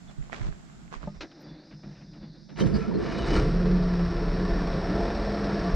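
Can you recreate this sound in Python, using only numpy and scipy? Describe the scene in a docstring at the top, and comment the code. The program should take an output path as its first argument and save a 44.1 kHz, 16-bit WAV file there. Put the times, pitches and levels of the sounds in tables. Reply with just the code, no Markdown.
"""Footsteps crunch on gravel in a yard, which dissolves into the cab of a six-cylinder diesel tractor.
The cab knocks and creaks, the starter clunks in and cranks, the engine catches and idles, and the
idle speed lifts a little near the end. Noise and random clicks are filtered into air, gravel, trim,
gear teeth and engine body; fading sine waves make stones, bumps and hollow knocks. A running count
of firings paces the engine. A small microphone with two openings (ports) hears it all in stereo."""
import sys
import numpy as np
from scipy import signal
from scipy.io import wavfile
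from scipy.ndimage import uniform_filter1d

SR = 44100
rng = np.random.default_rng(int(sys.argv[2]) if len(sys.argv) > 2 else 0)


def persist_wave(psi):
    """Save psi, clipped to +-1, as 16-bit WAV."""
    counts = np.round(np.clip(psi, -1, 1) * 32767).astype(np.int16)
    wavfile.write(sys.argv[1], SR, np.atleast_2d(counts).T)


N = 253575  # length in samples

# In spectrum tables, level/dB is the density per Hz; only the shape counts where the result is evened.
# hiss of the cab fan, also used to colour the chirps: [f/Hz, level/dB]
FAN_SPECTRUM = [(1650, -49), (2800, -12), (3330, -9), (3380, -2), (3540, 6.5), (5000, 5.5), (5680, 4),
                (6190, -3), (6850, -18), (8900, -36), (15100, -120)]
DISSOLVE_S = (0.83, 1.246)  # the yard air sinks while the cab fan fades in
CAB_S = (1, 2.565)  # span of the cab's own sounds


def amp(db):
    """Turn decibels into a plain gain."""
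    return 10 ** (np.asarray(db) / 20)


def evened(x):
    """Scale a sound to rms 1."""
    return x / np.sqrt(np.mean(x ** 2) + 1e-20)


def curves(rows):
    """Columns of a table, joined by straight lines over the whole length."""
    s, *columns = np.transpose(rows)
    return [np.interp(np.arange(N) / SR, s, c) for c in columns]


def ramp(span):
    """0 before a span, rising through it, 1 after it."""
    return np.interp(np.arange(N) / SR, span, [0, 1])


def during(t0, t1, fade):
    """1 inside a span, with fades just outside its ends."""
    return ramp([t0 - fade, t0]) - ramp([t1, t1 + fade])


def swells(rows):
    """Gain of events that each rise to a peak and die away; overlaps add as power."""
    t = np.arange(0, N + 44, 44) / SR  # a coarse clock is enough
    power = 0
    for s, db, rise, fall in rows:
        fading = np.where(t < s, ((s - t) / rise) ** 2, (t - s) / fall)
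        power = power + amp(2 * db) * np.exp(-2 * fading)
    return np.interp(np.arange(N) / SR, t, np.sqrt(power))


def wander(size):
    """Slow chance at rms 1, smoothed twice over the given number of samples."""
    once = uniform_filter1d(rng.standard_normal(N), int(size))
    return evened(uniform_filter1d(once, int(size)))


def colour(x, points, size=8192):
    """Filter a sound to the given spectrum in dB, with no sound ahead of its cause."""
    f, db = np.transpose(points)
    bins_hz = abs(np.fft.fftfreq(size, 1 / SR))
    log_gain = np.interp(np.log(bins_hz + 1), np.log(f + 1), db) * np.log(10) / 20
    # the Hilbert transform gives the phase that makes the filter causal
    response = np.exp(np.conj(signal.hilbert(log_gain)))
    taps = np.fft.ifft(response).real[:size // 2] * np.hanning(size)[size // 2:]
    taps = taps.reshape((1,) * (x.ndim - 1) + (-1,))
    return signal.oaconvolve(x, taps, axes=-1)[..., :x.shape[-1]]


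def resonate(x, hz, width):
    """One-pole resonance; a moving one shifts hz down to zero, smooths, and shifts back."""
    r = np.exp(-np.pi * width / SR)
    if np.isscalar(hz):
        return 2 * signal.lfilter([1 - r], [1, -r * np.exp(2j * np.pi * hz / SR)], x).real
    turn = np.exp(2j * np.pi * np.cumsum(hz) / SR)
    return 2 * (turn * signal.lfilter([1 - r], [1, -r], x / turn)).real


def narrow(x, hz, width):
    """A resonance applied twice, with steep flanks, at rms 1."""
    if np.isscalar(hz):
        pole = np.exp((2j * hz - width) * np.pi / SR)
        return evened(signal.lfilter([1], np.poly([pole, pole]), x).real)
    return evened(resonate(resonate(x, hz, width), hz, width))


def grains(per_s, spread_db, channels=1):
    """Random clicks of random sign; a few are large."""
    draw = rng.random((3, channels, N))
    size = amp(spread_db * np.minimum(-np.log(1 - draw[0]), 5))
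    return size * np.sign(draw[1] - .5) * (draw[2] < per_s / SR)


def add(mix, s, sound):
    """Add a sound to the mix at s seconds, cut off at the end."""
    part = mix[..., round(s * SR):][..., :sound.shape[-1]]
    part += sound[..., :part.shape[-1]]


def ring(hz, t60, length=.25):
    """A sine that dies away by 60 dB in t60 seconds."""
    t = np.arange(round(length * SR)) / SR
    return np.sin(2 * np.pi * hz * t) * amp(-60 * t / t60)


def engine():
    """Uneven firings thud in the exhaust and gate the roar of the block and the valve clatter."""
    # engine load: [t/s, block roar level/dB]
    load = [(2.55, -51), (2.61, -28.5), (2.73, -33), (2.84, -39), (2.94, -32.5), (3.07, -35.5),
            (3.249, -30), (3.42, -28), (3.52, -31.5), (3.76, -32.5), (4.089, -39), (4.22, -34),
            (4.701, -34.5), (4.78, -31.5), (4.83, -35), (5.0, -31), (5.1, -34.5), (5.75, -34)]
    # running engine: [t/s, firings per second/Hz, exhaust tone level/dB, its fifth multiple level/dB]
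    running = [(3.3, 33, -30, -60), (3.407, 35.1, -21.5, -48), (3.431, 33.2, -32, -37),
               (3.478, 33, -13, -22), (3.52, 33, -30, -31.5), (3.58, 35, -25, -28),
               (3.63, 35.6, -27, -28.5), (3.74, 36.2, -25, -23), (3.8, 35.7, -28, -26.5),
               (4.079, 34.5, -32, -27.5), (4.19, 34.8, -29.5, -41), (4.229, 35.3, -24, -28.5),
               (4.33, 34.8, -27, -33.5), (4.418, 36.3, -27.5, -26), (4.57, 36.3, -22.5, -36.5),
               (4.72, 34.8, -30, -36.5), (4.92, 36.4, -37, -32), (4.97, 38, -40, -39),
               (5.03, 40.8, -25, -33.5), (5.119, 41.8, -33, -40), (5.238, 41, -27, -36),
               (5.39, 40.6, -47, -31.5), (5.45, 40.2, -28, -34.5), (5.52, 40, -43, -32),
               (5.6, 40.8, -31, -31.5), (5.64, 37.8, -38, -39), (5.68, 35.8, -42, -27),
               (5.75, 40.6, -23, -41)]
    # strength of each of the six firings: [level/dB]
    cylinder_db = [-8, -0.5, -4.5, -3.5, -7, -2.5]
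    # colour of exhaust, block, growl, valve clatter and sizzle: [f/Hz, level/dB]
    exhaust_spectrum = [(15, -23.5), (28, -11.5), (40, 2), (50, 10.5), (56, 6), (65, -3.5), (90, -4),
                        (150, -10.5), (300, -79.5)]
    block_spectrum = [(41, -22.5), (70, -12.5), (113, -4.5), (178, -3), (190, 4), (242, -10.5), (339, -6),
                      (375, -8), (429, -4.5), (482, -8), (520, -12), (680, -43.5), (1140, -120)]
    growl_spectrum = [(310, -20), (520, -6.5), (596, -4), (673, 6), (730, -0.5), (906, -5), (1000, -9.5),
                      (1300, -39.5), (2200, -120)]
    clatter_spectrum = [(590, -26.5), (1000, 0), (1220, -3.5), (1350, 0.5), (1510, -3.5), (1730, -2.5),
                        (2150, -9), (2500, -11), (2800, -15), (3110, -17), (3700, -13.5), (5130, -13),
                        (5290, -13.5), (5600, -14), (5780, -20), (6850, -39), (8900, -53.5), (15100, -120)]
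    sizzle_spectrum = [(5500, -25.5), (6500, -1.5), (7000, -15), (7800, -0.5), (8600, -3.5), (9600, -9.5),
                       (10800, -17.5), (12000, -42.5), (15000, -68)]
    # sheet metal of bonnet and cab: [f/Hz, width/Hz, level against the layer around it/dB]
    sheet = [(144.16, 6.9, -9), (212.2, 19.7, -11), (297.6, 28, -7), (348.3, 8.6, -7), (420.3, 9.2, -13.5),
             (443.2, 14, -14), (515.6, 28, -18.5), (566, 21, -5), (647.8, 38, -2.5), (685.2, 14, -5),
             (1153.5, 23, -11.5), (1322, 35, -17.5), (1778, 37, -15.5), (2965, 27, -27.5)]
    # further engine tones: [multiple of the firing rate, level against the roar/dB]
    orders = [(1.5, -3.5), (2, -9.5), (4, -6.5), (4.5, -8.5), (6, -14), (8, -11.5), (9, -15), (11, -10.5)]
    # low thudding surges as the starter bites and the engine meets compression, catches and runs:
    # [peak t/s, level/dB, rise/s, fall/s]
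    surges = [(2.66, -26, 0.02, 0.042), (2.75, -28.5, 0.014, 0.033), (3.3, -35, 0.19, 0.082),
              (3.39, -21, 0.03, 0.035), (3.48, -27, 0.032, .03), (4.1, -34, 0.11, 0.094),
              (4.6, -36.5, 0.15, 0.059), (5.04, -33, 0.034, 0.061)]
    # upper layers flare as starter meshes and engine catches: [peak t/s, level over idle/dB, rise/s, fall/s]
    flares = [(2.6, 3.5, 0.019, 0.018), (2.665, -5, 0.0044, 0.031), (2.755, -6, 0.017, 0.037),
              (2.985, -16, 0.0032, 0.08), (3.121, -13, 0.006, 0.026), (3.185, -7, 0.0067, 0.038),
              (3.262, -1, 0.0043, 0.085), (3.357, 3, 0.03, 0.063)]
    # growl swells and hard firings as the idle lifts: [peak t/s, level over idle/dB, rise/s, fall/s]
    rev = [(4.835, 3, 0.013, 0.03), (4.99, 6, 0.04, 0.04), (5.04, 4, .02, .04), (5.087, 5, .002, .012),
           (5.14, 1, 0.015, 0.029), (5.275, 5, .002, 0.014)]
    thud_db, growl_db, clatter_db, sizzle_db = -46, -46.5, -43.5, -76  # at a cold idle
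    # growl, clatter and sizzle open up as the idle warms
    warm_s, growl_warm_db, clatter_warm_db, sizzle_warm_db = (3.8, 5.04), 7, 2.5, 4
    sizzle_flare_db = 12.5
    cranking_db, caught_s = -6, (2.99, 3.04)  # these layers are weaker until the engine fires
    whistle_hz, whistle_waver_hz, whistle_db, whistle_warm_db = 5450, 14.4, -60, 5  # intake whistle
    sheet_wander_db, sheet_wander_share = 1.8, .005  # the rings swell and drift a little in pitch
    lope_db, speed_waver = 2.5, .002  # exhaust tone lopes; share by which the speed wavers
    flutter_db, flutter_s = 2.5, (4.15, 4.95)  # the fifth multiple flutters

    roar, warm, flare = amp(curves(load)[0]), ramp(warm_s), swells(flares)
    steady = amp(cranking_db * (1 - ramp(caught_s)))
    growl = amp(growl_db) * (steady * amp(growl_warm_db * warm) + flare + swells(rev))
    clatter = amp(clatter_db) * (steady * amp(clatter_warm_db * warm) + flare)
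    sizzle = amp(sizzle_db) * (steady * amp(sizzle_warm_db * warm) + amp(sizzle_flare_db) * flare)

    # the whole part counts firings, the fraction is the progress towards the next one
    speed, tone_db, fifth_db = curves(running)
    firings = np.cumsum(speed * (1 + speed_waver * wander(2500))) / SR
    count = firings.astype(int)
    chance_db = 1.95 * rng.standard_normal(N // 500)[count]
    strength = amp(np.take(cylinder_db, count % 6) + chance_db)
    pulses = evened(strength * np.diff(count, prepend=0))
    thud = evened(colour(ramp(caught_s) * pulses + 2.5 * rng.standard_normal(N), exhaust_spectrum))

    # each firing opens the noise sharply, then it dies down
    gate = 1.07 + strength * np.exp(-(firings % 1) / .35)
    shaken = 0.35 * pulses + evened(gate * rng.standard_normal(N))
    shaken = signal.lfilter(*signal.butter(4, 4000, fs=SR), shaken)  # heavy iron takes up little treble
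    taps = (0.19 + gate) * (rng.standard_normal(N) + 0.44 * evened(grains(1700, 3.9)[0]))
    out = (amp(thud_db) + swells(surges)) * thud
    out += sizzle * evened(colour(taps, sizzle_spectrum))
    out += roar * evened(colour(shaken, block_spectrum))
    out += growl * evened(colour(shaken, growl_spectrum))
    out += clatter * evened(colour(taps, clatter_spectrum))
    for hz, width, db in sheet:
        around = roar if hz < 550 else growl if hz < 1000 else clatter
        drift_hz = hz * (1 + sheet_wander_share * wander(11000))
        ring_gain = amp(db + sheet_wander_db * wander(5000))
        out += around * ring_gain * narrow(shaken, drift_hz, width)

    # once the engine has caught, its exhaust tones stand out clean
    tone_db = tone_db + lope_db * (wander(900) - 1)
    fifth_db = fifth_db + flutter_db * (wander(700) - 1) * during(*flutter_s, .05)
    hum = amp(tone_db) * np.sin(2 * np.pi * firings)
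    hum += amp(fifth_db) * np.sin(2 * np.pi * 5 * firings)
    hum *= np.sqrt(2)
    for k, db in orders:
        hum += roar * amp(db) * np.sin(2 * np.pi * (k * firings + rng.random()))
    hum *= amp(1.2 * wander(1800))  # the level of the tones is uneven
    waver = whistle_waver_hz * evened(uniform_filter1d(rng.standard_normal(N), 1500))
    whistle = np.sin(2 * np.pi * np.cumsum(whistle_hz + waver) / SR)
    whistle += 0.5 * narrow(rng.standard_normal(N), whistle_hz, 120)
    tones = hum + amp(whistle_db + whistle_warm_db * warm) * whistle
    first_tone = running[0][0]
    return out * ramp([load[0][0], load[1][0]]) + tones * ramp([first_tone - .11, first_tone])


def starter():
    """Gear teeth scrape in uneven grains; the motor groans under load in gliding tones."""
    # starter gear grinding on the flywheel: [t/s, level/dB]
    crank = [(2.561, -55.5), (2.62, -45.5), (2.7, -64.5), (2.82, -50), (2.94, -65), (3.1, -44.5),
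             (3.2, -48.5), (3.371, -37), (3.449, -54)]
    # colour of the grinding: [f/Hz, level/dB]
    grind_spectrum = [(530, -29), (900, 7.5), (1220, -16.5), (2330, 1.5), (2690, -15), (2960, 2.5),
                      (3190, -17), (3810, -8), (5450, -10.5), (6850, -21.5), (8900, -71), (15100, -120)]
    # groans as it bites and meets each compression: [t/s, length/s, start f/Hz, end f/Hz, level/dB]
    groans = [(2.595, 0.099, 240, 95, -23), (2.599, 0.036, 403, 454, -32), (2.645, 0.032, 292, 350, -27.5),
              (2.672, 0.07, 170, 189, -29.5), (2.698, 0.061, 87, 59.3, -32.5),
              (2.724, 0.047, 200, 217, -23.5), (2.729, 0.11, 414, 464, -36), (2.79, 0.054, 171, 223, -31),
              (2.866, 0.044, 210, 223, -29), (2.895, 0.05, 188, 169, -31), (2.93, 0.043, 172, 160, -32.5)]
    out = amp(curves(crank)[0]) * evened(colour(grains(500, 1.5)[0], grind_spectrum))
    out *= during(crank[0][0], crank[-1][0], 0.0043)
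    for s, length, start_hz, end_hz, db in groans:
        hz = np.linspace(start_hz, end_hz, round(length * SR))
        groan = evened(np.sin(2 * np.pi * np.cumsum(hz) / SR))
        add(out, s, amp(db) * groan * np.hanning(len(hz)))
    return out


def knocks():
    """Each knock is a burst of rattling trim over the hollow ring of the cab; metal parts squeal."""
    # knocks on the cab: [t/s, rattle level/dB, rattle length/s, rattle top f/Hz, hollow ring level/dB]
    blows = [(1.0726, -65, 0.02, 1500, -27), (1.206, -37.5, 0.028, 8800, -75),
             (1.313, -53.5, 0.015, 4500, -62.5), (1.39, -71, 0.023, 3500, -47),
             (1.449, -71, 0.029, 3300, -51), (1.709, -55, 0.038, 3280, -55),
             (1.833, -56.5, 0.019, 3260, -47), (1.909, -62, .03, 3300, -65), (1.949, -61, 0.062, 3300, -60),
             (2.008, -58.5, 0.035, 3300, -57), (2.131, -60, 0.027, 3300, -62),
             (2.222, -64, 0.062, 3320, -59), (2.49, -56, 0.021, 3960, -52),
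             (2.569, -46.5, 0.044, 5200, -54), (2.596, -40, 0.026, 14000, -37),
             (2.658, -45, 0.018, 10000, -43), (2.752, -56, 0.03, 9200, -39)]
    # tones of the hollow cab: [f/Hz, level/dB, time to fall 60 dB/s]
    hollow_tones = [(192, 0, .11), (370, -11, .07), (594, -2, .065), (700, -9, .05), (874, -6, .05),
                    (1230, -22, .15)]
    # colour of the rattling trim: [f/Hz, level/dB]
    rattle_spectrum = [(150, -29), (250, -21), (450, -10), (1070, -15.5), (1340, -12), (2600, -15),
                       (3380, -18.5), (3830, -14), (5600, -21), (6850, -32), (8900, -56), (11000, -48),
                       (14500, -38), (16000, -93)]
    # rings of shaken parts, squeaks, passing rattles: [t/s, length/s, f/Hz, width/Hz, level/dB]
    squeals = [(0.069, 0.048, 3470, 240, -62.5), (2.593, 0.042, 3830, 130, -53),
               (2.606, 0.04, 5700, 160, -58), (2.598, 0.041, 3070, 100, -44.5),
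               (2.727, 0.061, 4690, 520, -44), (2.75, 0.05, 1690, 90, -52), (2.777, 0.066, 1335, 75, -47),
               (2.799, 0.065, 2500, 100, -52), (2.811, 0.048, 2200, 100, -54),
               (2.812, 0.09, 1332, 65, -47.5), (2.901, 0.036, 980, 160, -42.5),
               (2.74, .04, 13600, 900, -76), (1.39, 0.052, 13500, 200, -76), (1.2, .07, 13500, 200, -93),
               (2.927, 0.054, 4240, 450, -53), (2.987, 0.047, 1750, 95, -49),
               (3.053, 0.066, 1744, 87, -47.5), (3.063, 0.33, 3870, 450, -51.5),
               (3.098, 0.12, 2450, 130, -51), (3.16, 0.071, 2980, 110, -51), (3.209, 0.054, 2700, 110, -59),
               (3.297, 0.074, 3000, 120, -48.5), (3.27, .07, 1340, 101, -45),
               (3.35, 0.069, 1346, 150, -38.5), (1.411, 0.2, 3490, 60, -67), (2.2, .11, 3500, 60, -70),
               (1.42, .09, 4740, 70, -65), (4.058, 0.25, 1370, 90, -57.5), (4.36, 0.2, 1136, 80.1, -50),
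               (4.501, 0.15, 1780, 110.2, -47), (4.88, .12, 1770, 120, -45.5),
               (5.25, 0.47, 1315, 70.03, -50), (5.352, 0.34, 1664, 100.1, -52.5)]
    out, t = np.zeros(N), np.arange(SR // 4) / SR
    hollow = sum(amp(db) * ring(hz, t60) for hz, db, t60 in hollow_tones)
    hollow *= np.minimum(t / .0025, 1)  # a padded blow
    for s, db, length, top_hz, ring_db in blows:
        low_pass = signal.butter(4, min(top_hz, 20000), fs=SR)
        noise = signal.lfilter(*low_pass, rng.standard_normal(len(t)))
        rattle = evened(colour(noise, rattle_spectrum))
        add(out, s, amp(db) * rattle * np.exp(-(t / length) ** 2) * np.minimum(t / 0.003, 1))
        add(out, s, amp(ring_db) * hollow)
    for s, length, hz, width, db in squeals:
        squeal = narrow(rng.standard_normal(round(length * SR)), hz, width)
        pure = evened(np.sin(2 * np.pi * hz * np.arange(len(squeal)) / SR))
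        squeal += .4 * pure
        add(out, s, amp(db) * squeal * np.hanning(len(squeal)))
    return out


def cab():
    """Small shifts of weight jolt the panels into a drone; trim creaks; a fan hisses and whirrs."""
    # resonances of the panels: [f/Hz, width/Hz, level/dB]
    panels = [(155.8, 42, 4), (193.2, 30.6, 1.5), (321, 43, -29), (80, 20, -10.5), (38.3, 24, -6)]
    # colour of the creaking: [f/Hz, level/dB]
    creak_spectrum = [(180, -26.5), (300, -1), (434, -19.5), (556, -14.5), (1110, -28), (1700, -24.5),
                      (3330, -41.5), (4000, -29), (5200, -59), (8800, -120)]
    # shifts of weight that set the panels droning: [peak t/s, level/dB, rise/s, fall/s]
    shifts = [(1.06, -35, 0.014, 0.041), (1.5, -52.5, 0.23, 0.54), (1.74, -38.5, 0.032, 0.068),
              (1.86, -44.5, 0.019, 0.89), (2.23, -41.5, 0.028, 0.068), (2.55, -43, 0.044, .04),
              (2.62, -39, 0.011, 0.057)]
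    # creaks of the trim: [peak t/s, level/dB, rise/s, fall/s]
    creaks = [(1.06, -53, 0.047, 0.032), (1.25, -42, 0.03, 0.013), (1.5, -49.5, 0.21, 0.23),
              (1.836, -50.5, 0.0065, 0.17), (2.17, -50, 0.03, 0.018), (2.24, -49.5, 0.037, 0.038),
              (2.37, -56, 0.043, 0.063), (2.516, -48, 0.022, 0.026), (2.6, -41, 0.027, .05)]
    drone_floor_db, creak_floor_db, fan_db, chirp_db = -69.5, -71, -68, -74
    # a whirr in the hiss dips in pitch at regular times
    whirr_hz, whirr_dip_hz, whirr_db = 5300, 1252, -68
    first_dip_s, dip_every_s, dip_length_s = 1.56, 0.75, 0.1

    jolts = grains(300, 3.7)[0]
    drone = sum(amp(db) * resonate(resonate(jolts, hz, w), hz, w) for hz, w, db in panels)
    drone = evened(drone)
    creak = evened(colour(grains(4000, 2.4)[0], creak_spectrum))
    fan = amp(fan_db) * evened(colour(rng.standard_normal(N), FAN_SPECTRUM))
    turns = (np.arange(N) / SR - first_dip_s) / dip_every_s
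    from_dip_s = abs(turns - np.round(turns)) * dip_every_s  # time to the nearest dip
    moving_hz = whirr_hz - whirr_dip_hz * np.exp(-from_dip_s / dip_length_s)
    fan += amp(whirr_db) * narrow(rng.standard_normal(N), moving_hz, 950)
    fan += amp(chirp_db) * chirps(moving_hz)
    trim = (amp(drone_floor_db) + swells(shifts)) * drone
    trim += (amp(creak_floor_db) + swells(creaks)) * creak
    return (trim + ramp(DISSOLVE_S) * fan) * during(*CAB_S, 0.11)


def chirps(centre_hz):
    """Brief thin tones whose pitch is scattered about a moving centre."""
    per_s, scatter_hz, length_s = 400, 420, .06
    out, t = np.zeros(N), np.arange(round(length_s * SR)) / SR
    start = np.arange(CAB_S[0], CAB_S[1], 1 / per_s)
    for s, (size, off, phase) in zip(start, rng.standard_normal((len(start), 3))):
        hz = centre_hz[round(s * SR)] + scatter_hz * off
        add(out, s, amp(2.5 * size) * np.sin(2 * np.pi * (hz * t + phase)) * np.hanning(len(t)))
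    return evened(colour(out, FAN_SPECTRUM))


def yard():
    """Open air, insects, gravel and rumble, unrelated at the two microphone ports."""
    # colour of the open air, the gravel and the rumble: [f/Hz, level/dB]
    air_spectrum = [(35, -39), (60, -21), (97, -8), (175, 1.5), (481, -24), (575, -30), (635, -16),
                    (1020, -26), (1460, -21), (1680, -25.5), (2400, -30.5), (6850, -33.5), (8900, -45.5),
                    (10000, -49.5), (13500, -55), (15100, -99)]
    gravel_spectrum = [(120, -21), (200, -3), (321, -10.5), (662, -8.5), (917, -17.5), (1020, -11),
                       (1540, -14), (1950, -14.5), (2860, -20.5), (6850, -28.5), (8900, -41), (15100, -120)]
    rumble_spectrum = [(8.8, -40), (15, -1), (46, 10), (97, -16), (162, -2), (295, -25), (390, -15.5),
                       (500, -38), (650, -77), (1100, -120)]
    # balance of the yard: [f/Hz, left minus right/dB]
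    pan = [(60, -6), (190, -2.5), (620, -3), (1990, -3), (6400, -2.5)]
    # insects: [f/Hz, width/Hz, level against the air/dB]
    insects = [(7160, 120, -22.5), (7570, 600, -24.5)]
    # gravel crunching under the feet: [peak t/s, level/dB, rise/s, fall/s]
    crunches = [(.114, -53, 0.021, 0.007), (.25, -58, 0.03, 0.039), (.338, -39.5, 0.018, 0.066),
                (.46, -45, 0.082, 0.048), (.94, -41, 0.019, 0.03), (1.034, -52, 0.024, 0.051),
                (1.162, -55.5, 0.021, 0.017)]
    # gusts of wind and handling rumble: [peak t/s, level/dB, rise/s, fall/s]
    gusts = [(.1, -52, 0.045, .015), (.194, -39.5, 0.016, 0.026), (.48, -29.5, 0.066, 0.037),
             (.89, -58, 0.15, 0.017), (1.06, -37.5, 0.029, 0.025), (1.186, -40, 0.048, 0.033)]
    # stones snapping under the sole: [t/s, level/dB, f/Hz, left minus right/dB]
    stones = [(0.097, -39, 735, -4.5), (0.226, -40.5, 2000, -10), (0.274, -45, 837, -3.0),
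              (0.298, -31, 1000, -7), (0.323, -32, 2060, -11), (0.3298, -25.5, 1870, -20),
              (0.331, -26, 800, -12), (0.337, -35, 2000, -12), (0.3442, -26.5, 1400, -11),
              (0.346, -32, 2300, -12), (0.353, -36, 1500, -10), (0.362, -37, 3330, -10),
              (0.38, -36, 703, -6.0), (0.387, -38, 1200, -8), (0.416, -34, 1700, -17),
              (0.45, -40, 1170, -13), (0.526, -37, 1564, -12), (0.699, -39, 1400, -5),
              (0.879, -46, 2150, -14), (0.921, -37, 1300, -12), (0.9265, -28, 1150, -10),
              (0.9403, -27.5, 1130, -18.5), (0.932, -39, 1600, -10), (0.95, -42, 2200, -7),
              (0.958, -33, 1130, -8), (0.966, -39, 1500, -10), (1.013, -42, 1240, -16),
              (1.0302, -32, 1250, -14), (1.033, -35, 600, -9), (1.0396, -31, 1100, -9)]
    # dull bumps on the microphone: [t/s, level/dB, f/Hz, time to fall 60 dB/s, left minus right/dB]
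    bumps = [(0.185, -26, 141, 0.18, -5.5), (0.209, -26.5, 45, 0.099, -9), (0.4096, -22, 118, 0.092, -8.5),
             (0.432, -28, 34.7, 0.15, -17), (0.487, -19.5, 154, 0.068, -7), (0.511, -30, 45, 0.076, -15),
             (0.964, -34.5, 35, 0.24, -14)]
    air_db, air_fade_db, crunch_floor_db, rumble_db = -47.5, -13, -66.5, -53

    air = evened(colour(rng.standard_normal((2, N)), air_spectrum))
    for hz, width, db in insects:
        air += amp(db) * narrow(rng.standard_normal((2, N)), hz, width)
    air *= amp(air_db + air_fade_db * ramp(DISSOLVE_S))
    crunch = evened(colour(grains(1800, 3.2, channels=2), gravel_spectrum))
    crunch *= amp(crunch_floor_db) + swells(crunches)
    rumble = evened(colour(rng.standard_normal((2, N)), rumble_spectrum))
    rumble *= amp(rumble_db) + swells(gusts)
    left, right = air + crunch + rumble
    out = np.array([colour(left, pan), right]) * during(0, DISSOLVE_S[1], 0.073)
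    for s, db, hz, pan_db in stones:
        snap = -np.convolve(ring(hz, .006, .02), np.hanning(7) / 3)  # softened edge
        add(out[0], s + 0.00031, amp(db + pan_db / 2) * snap)  # the left port is further away
        add(out[1], s, amp(db - pan_db / 2) * snap)
    for s, db, hz, t60, pan_db in bumps:
        gain = amp(db + pan_db * np.array([[.5], [-.5]]))
        add(out, s, gain * [[-1], [1]] * ring(hz, t60))  # the ports are pushed opposite ways
    return out


def scene():
    """Mix the sources; the tractor sound widens around the cranking, then closes to the middle."""
    # width of the sound, the treble closing first: [t/s, bass side minus mid/dB, treble side minus mid/dB]
    spread = [(2.33, -17, -43), (2.45, -7, -15), (2.601, -1, -6), (2.8, -4, -9.5), (3, -1, -18),
              (3.2, -10.5, -31), (3.4, -22, -58), (3.75, -27, -55.5), (3.88, -47, -59)]
    # filters for the bass and the treble of the side sound: [f/Hz, gain/dB]
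    wide_bass = [(30, -19), (100, -4.5), (200, 0), (450, 5), (600, 0), (1000, -20), (1500, -35)]
    wide_treble = [(500, -34), (900, 7.5), (2500, -7), (4000, -31), (6000, 11), (10000, 12)]
    mid = cab() + knocks() + starter() + engine()
    # a scattered copy of the tractor sound, opposite in sign left and right, widens it
    scatter = rng.standard_normal(1500) * np.exp(-np.arange(1500) / 350)
    scattered = signal.oaconvolve(mid, scatter / np.linalg.norm(scatter))[:N]
    bass_db, treble_db = curves(spread)
    side = amp(bass_db) * colour(scattered, wide_bass)
    side += amp(treble_db) * colour(scattered, wide_treble)
    side *= during(spread[0][0], spread[-1][0], .02)
    return yard() + np.array([mid + side, mid - side])


def record(dry):
    """Faint self-noise of the microphone, then the band limit."""
    edge_hz = 15000
    noisy = dry + amp(-112) * rng.standard_normal(dry.shape)
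    low_pass = signal.firwin(511, edge_hz, window=("kaiser", 9), fs=SR)
    return signal.oaconvolve(noisy, low_pass[None], "same")


dry = scene()
out = record(dry)
persist_wave(out)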